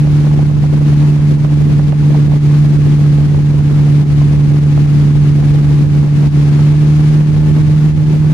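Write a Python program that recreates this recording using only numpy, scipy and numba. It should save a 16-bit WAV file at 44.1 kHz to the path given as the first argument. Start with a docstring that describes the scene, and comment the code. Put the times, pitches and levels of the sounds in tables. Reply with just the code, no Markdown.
"""On the stern of a V8 tow boat crossing a lake. From the start the wet exhaust drones at the firing
rate, the wake churns and sprays, and the drive whines faintly. Wind buffets the microphone, mostly its
right port: eddies rumble and pop, and strong gusts make the limiter duck everything. Just after the
strongest gust, at 6.3 s, the driver adds a little throttle: the drone and whine rise in pitch,
and the spray swells slightly while the engine gathers speed."""
import sys
import numpy as np
from scipy import signal
from scipy.fft import rfft, irfft, next_fast_len
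from scipy.io import wavfile
from scipy.ndimage import uniform_filter1d, minimum_filter1d, map_coordinates
from numba import njit

SR = 44100
rng = np.random.default_rng(int(sys.argv[2]) if len(sys.argv) > 2 else 0)


def output_pcm(signal):
    """Save a mono or channel-first signal as 16-bit PCM at the path in sys.argv[1].

    Samples are clipped to [-1, 1] before scaling.
    """
    pcm = np.clip(np.atleast_2d(signal).T, -1, 1) * 32767
    wavfile.write(sys.argv[1], SR, np.round(pcm).astype(np.int16))


N = 367353
T = np.arange(N) / SR

# Crankshaft speed: time_s, turns_per_s
CRANK_SPEED = [(0, 36.8), (1.9, 36.65), (3.8, 36.4), (6.45, 36.37), (6.8, 37.27), (7.1, 37.68),
               (8.33, 37.92)]
# Exhaust tones, relative levels; eight cylinders fire four times a turn: cycles_per_turn, level_db
EXHAUST_ORDERS = [(2, -35.5), (2.5, -37), (3, -47.5), (4, -7), (4.5, -37.5), (5, -37), (5.5, -49),
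                  (6, -25.5), (7, -47.5), (7.5, -51), (8, -24.5), (8.5, -54.5), (9, -43), (9.5, -48),
                  (10, -39.5), (11, -49.5), (12, -49.5), (13.5, -55), (14, -58.5), (14.5, -55.5),
                  (15, -57.5), (19.5, -53), (20.5, -57.5)]
# Wind strength about its mean, which sets rumble, rasp and pressure: time_s, strength_db
WIND_STRENGTH = [(0, 0), (0.66, 2.4), (0.95, -1.4), (1.3, 0), (1.9, 2.2), (2.1, -0.7), (2.7, -1.6),
                 (3.45, 2.2), (3.9, -1.1), (4.7, -0.1), (6.1, 0), (6.8, -2), (7.3, -0.5), (8.1, 0.9),
                 (8.3, -1.5)]
# Spectral shape of the turbulence at a port: frequency_hz, density_db
TURBULENCE_SPECTRUM = [(20, -46.5), (30, -46), (45, -38), (70, -32.5), (100, -35), (190, -40), (260, -49),
                       (400, -52.5), (650, -63), (1100, -72), (3000, -101.5)]
# The strongest gusts, relative pressures: centre_s, pressure_db, half_width_s
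GUST_PULSES = [(0.535, -5.5, 0.007), (0.678, -6.5, 0.0093), (1.19, -6.5, 0.021), (1.369, -4.5, 0.0076),
               (1.478, -2, 0.01), (1.945, -5, 0.028), (2.389, -0.5, 0.011), (3.408, -9, 0.015),
               (4.046, -0.5, 0.016), (4.6, -5.5, 0.008), (6.087, -7, 0.027), (6.295, 1, 0.0088),
               (7.244, -3.5, 0.015), (7.931, -5, 0.017), (8.183, -5, 0.014)]
# The loudest eddies breaking on the windward port, relative peaks: start_s, level_db, decay_s
EDDY_POPS = [(0.052, -17, 0.004), (0.072, -20.5, 0.005), (0.269, -17, 0.005), (0.312, -20, 0.007),
             (0.391, -14.5, 0.006), (0.503, -18, 0.008), (0.639, -17, 0.004), (1.448, -12.5, 0.004),
             (1.795, -15.5, 0.0062), (1.922, -12, 0.0054), (2.146, -16, 0.0074), (2.319, -17.5, 0.004),
             (2.335, -17, 0.005), (3.345, -16, 0.004), (3.606, -19.5, 0.004), (4.216, -16, 0.003),
             (4.777, -14, 0.0026), (4.862, -18, 0.004), (6.236, -17.5, 0.006), (6.592, -18, 0.003)]
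# Spectral shape of the churning wake: frequency_hz, left_density_db, right_density_db
WAKE_SPECTRUM = [(414, -60.5, -55.5), (605, -68.5, -69), (1040, -68, -65.5), (1680, -68, -70),
                 (2220, -69, -70), (2550, -68.5, -75.5), (3200, -71.5, -81), (4400, -74, -77.5),
                 (5300, -76.5, -83), (6600, -80.5, -79), (7760, -85, -85.5), (10400, -86.5, -85.5),
                 (12500, -94, -97.5), (15000, -105, -105)]
# Gear and pump tones, relative levels: cycles_per_turn, level_db
DRIVE_ORDERS = [(23, -48), (30, -60), (46, -57)]

RUMBLE_SLOPE, RASP_SLOPE, PRESSURE_SLOPE = 0.98, 0.78, 2.2  # dB for each dB of wind strength


def exhaust(turns, waver_db=0.05, flutter_db=0.5, burble_db=-25):
    """Firing repeats every two turns, giving harmonics of half the crank rate; the wet pipe resonates."""
    tones = 0
    for order, level_db in EXHAUST_ORDERS:
        spread_db = waver_db if order % 2 == 0 else flutter_db  # even orders are the steadiest
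        amplitude = np.sqrt(2) * undb(level_db + spread_db * wander(14))
        tones += amplitude * np.sin(2 * np.pi * order * turns + order)
    burble = resonance(rng.standard_normal(N), 163, 70)  # water washes over the outlet
    burble = resonance(burble, 175, 130)
    return tones * ports(-0.11, 0.4) + undb(burble_db) * unit_rms(burble)


def wind_turbulence(turns, wind_db, buffet_db=1.07, crackle_db=5.0, pulse_depth=0.56):
    """Turbulence rumbles and rasps at each port; air pulsing from the exhaust modulates the rasp."""
    hz, density_db = np.transpose(TURBULENCE_SPECTRUM)
    gust_front_db = 6 * gust_swells(lead_s=0.055, width_s=0.034)  # the rasp flares ahead of a gust
    rumble_db = 0.66 + RUMBLE_SLOPE * wind_db
    rasp_db = -3.3 + RASP_SLOPE * wind_db + gust_front_db
    firing_pulse = 1 + pulse_depth * np.sin(2 * np.pi * 4 * turns)
    channels = []
    for _ in range(2):
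        rumble = butterworth(rng.standard_normal(N), 300, "low")
        rasp = butterworth(rng.standard_normal(N), 330, "high")
        spurts = undb(rasp_db + crackle_db * np.minimum(wander(110), 2))
        air = rumble * undb(rumble_db) + rasp * spurts * firing_pulse
        channels.append(colour(air, hz, density_db) * undb(buffet_db * wander(11)))
    return np.array(channels) * ports(-17.5, 0.93)


def gust_swells(lead_s=0, width_s=None):
    """Each gust is a Gaussian pulse of pressure, lead_s early, of its own width unless one is given."""
    pressure = np.zeros(N)
    for centre_s, pressure_db, half_width_s in GUST_PULSES:
        offset = (T - centre_s + lead_s) / (width_s or half_width_s)
        near = np.abs(offset) < 4
        pressure[near] += undb(pressure_db) * np.exp(-.5 * offset[near] ** 2)
    return pressure


def wind_pressure(wind_db, flutter_db=1.5, flutter_hz=20):
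    """Dynamic pressure on the ports varies too slowly to hear, but is large enough to work the limiter."""
    push = undb(-15.5 + PRESSURE_SLOPE * wind_db + flutter_db * wander(flutter_hz))
    return (push + gust_swells()) * ports(-6.5, 0)


def eddy_pops(wind_db, band_hz=(340, 820), rattle=0.29, small_per_s=2.5, small_decay_s=0.0026):
    """An eddy breaking on the port is a pressure impulse with a dull, exponentially decaying rattle."""
    t = T[:SR // 25]
    small_db = -23 + RASP_SLOPE * wind_db + 1.2 * rng.standard_normal(N)  # grows with the wind
    small_starts = np.flatnonzero(rng.random(N - len(t)) < small_per_s / SR)
    small_pops = [(T[i], small_db[i], small_decay_s) for i in small_starts]
    pops = np.zeros(N)
    for start_s, level_db, decay_s in list(EDDY_POPS) + small_pops:
        burst = rattle * rng.standard_normal(len(t)) * np.exp(-t / decay_s)
        burst[0] += 2  # the impulse
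        pop = butterworth(burst, band_hz, "band")
        start = int(start_s * SR)
        pops[start:start + len(t)] += undb(level_db) * pop / np.abs(pop).max()
    return pops * ports(-18.5, 4.9)


def wake(speed, surge_db=0.2, slosh_db=2.0, crossover_hz=900, wash_db=1, wash_spread_s=0.85):
    """Churning foam is coherent at the two ports; the higher hiss and droplets are incoherent."""
    hz, *sides_db = np.transpose(WAKE_SPECTRUM)
    foam = butterworth(rng.standard_normal(N), crossover_hz, "low") * undb(slosh_db * wander(35))
    channels = []
    for density_db in sides_db:
        spray = unit_rms(rng.standard_normal(N) + droplets(per_s=6000, spread_db=2.4))
        water = foam + butterworth(spray, crossover_hz, "high")
        channels.append(colour(water, hz, density_db))
    # The propeller throws more water while it gathers speed.
    acceleration = uniform_filter1d(np.gradient(speed), size=int(wash_spread_s * SR))
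    swell_db = surge_db * wander(18) + wash_db * acceleration / acceleration.max()
    return np.array(channels) * undb(swell_db)


def droplets(per_s, spread_db):
    """Independent impacts make shot noise: dense clicks, most small and a few large, at rms 1."""
    hits = rng.random(N) < per_s / SR
    sizes = undb(spread_db * np.minimum(rng.exponential(size=N), 4))
    return unit_rms(hits * sizes * rng.choice([-1, 1], N))


def drive_whine(turns, speed, load_db=4):
    """Gears and pumps radiate at whole multiples of the crank rate, louder as the throttle opens."""
    throttle = np.sqrt((speed - speed.min()) / np.ptp(speed))
    tones = sum(undb(level_db) * np.sin(2 * np.pi * order * turns) for order, level_db in DRIVE_ORDERS)
    return np.sqrt(2) * tones * undb(load_db * throttle) * ports(-2, 0)


def undb(db):
    """Amplitude grows tenfold for every 20 dB."""
    return 10 ** (np.asarray(db) / 20)


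def curve(table):
    """Linear interpolation of a time table at every sample."""
    return np.interp(T, *np.transpose(table))


def unit_rms(x):
    """Normalisation to rms 1."""
    return x / np.sqrt(np.mean(x ** 2))


def ports(left_db, right_db):
    """Gains at the two microphone ports; their level difference places a source."""
    return undb([[left_db], [right_db]])


def wander(knots_per_s):
    """Smooth random modulation of rms 1: a spline through Gaussian values."""
    knots = rng.standard_normal(8192)
    spline = map_coordinates(knots, [T[::16] * knots_per_s], order=3, mode="wrap")
    return unit_rms(spline).repeat(16)[:N]


def colour(x, hz, density_db):
    """Spectral shaping: white noise of rms 1 takes on the given power density."""
    size = next_fast_len(N, real=True)
    bins_hz = np.maximum(np.fft.rfftfreq(size, 1 / SR), 1)
    gain = undb(np.interp(np.log(bins_hz), np.log(hz), density_db)) * np.sqrt(SR / 2)
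    return irfft(rfft(x, size) * gain, size)[..., :N]


def resonance(x, centre_hz, width_hz):
    """A damped resonator with gain 1 at its centre."""
    return signal.lfilter(*signal.iirpeak(centre_hz, centre_hz / width_hz, fs=SR), x)


def butterworth(x, edge_hz, kind, order=2):
    """A filter with a maximally flat passband."""
    return signal.sosfilt(signal.butter(order, edge_hz, kind, fs=SR, output="sos"), x)


@njit
def follow_peaks(x, attack, release):
    """Envelope detection: the level rises quickly and relaxes slowly."""
    envelope, level = np.empty(len(x)), 0.
    for i in range(len(x)):
        level += (x[i] - level) * (attack if x[i] > level else release)
        envelope[i] = level
    return envelope


def limiter(x, ceiling, attack_s, release_s):
    """Above the ceiling, one smooth gain for both channels varies inversely with the peak envelope."""
    peak = follow_peaks(np.abs(x).max(axis=0), 1 / (1 + attack_s * SR), 1 / (1 + release_s * SR))
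    gain = np.minimum(1, ceiling / (peak + 1e-9))
    return x * uniform_filter1d(minimum_filter1d(gain, size=300), size=300)  # looks a little ahead


def scene():
    """Boat and wind superpose at the two ports; all tones are locked to the rotation of the crank."""
    speed = curve(CRANK_SPEED)
    wind_db = curve(WIND_STRENGTH)
    turns = np.cumsum(speed) / SR
    boat = exhaust(turns) + wake(speed) + drive_whine(turns, speed)
    return boat + wind_turbulence(turns, wind_db) + wind_pressure(wind_db) + eddy_pops(wind_db)


def record(dry, gain_db=0.8, ceiling_db=-0.64, low_cut_hz=31, high_cut_hz=15200):
    """Limiting precedes the low cut, so inaudible gust pressure modulates all the audible sound."""
    ducked = limiter(dry * undb(gain_db), undb(ceiling_db), attack_s=0.00036, release_s=0.038)
    audible = butterworth(ducked, low_cut_hz, "high", order=3)
    limited = limiter(audible, ceiling=0.91, attack_s=0, release_s=0.01)
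    steep_low_pass = signal.ellip(8, .2, 70, high_cut_hz, fs=SR, output="sos")
    return signal.sosfilt(steep_low_pass, limited)


dry = scene()
out = record(dry)
output_pcm(out)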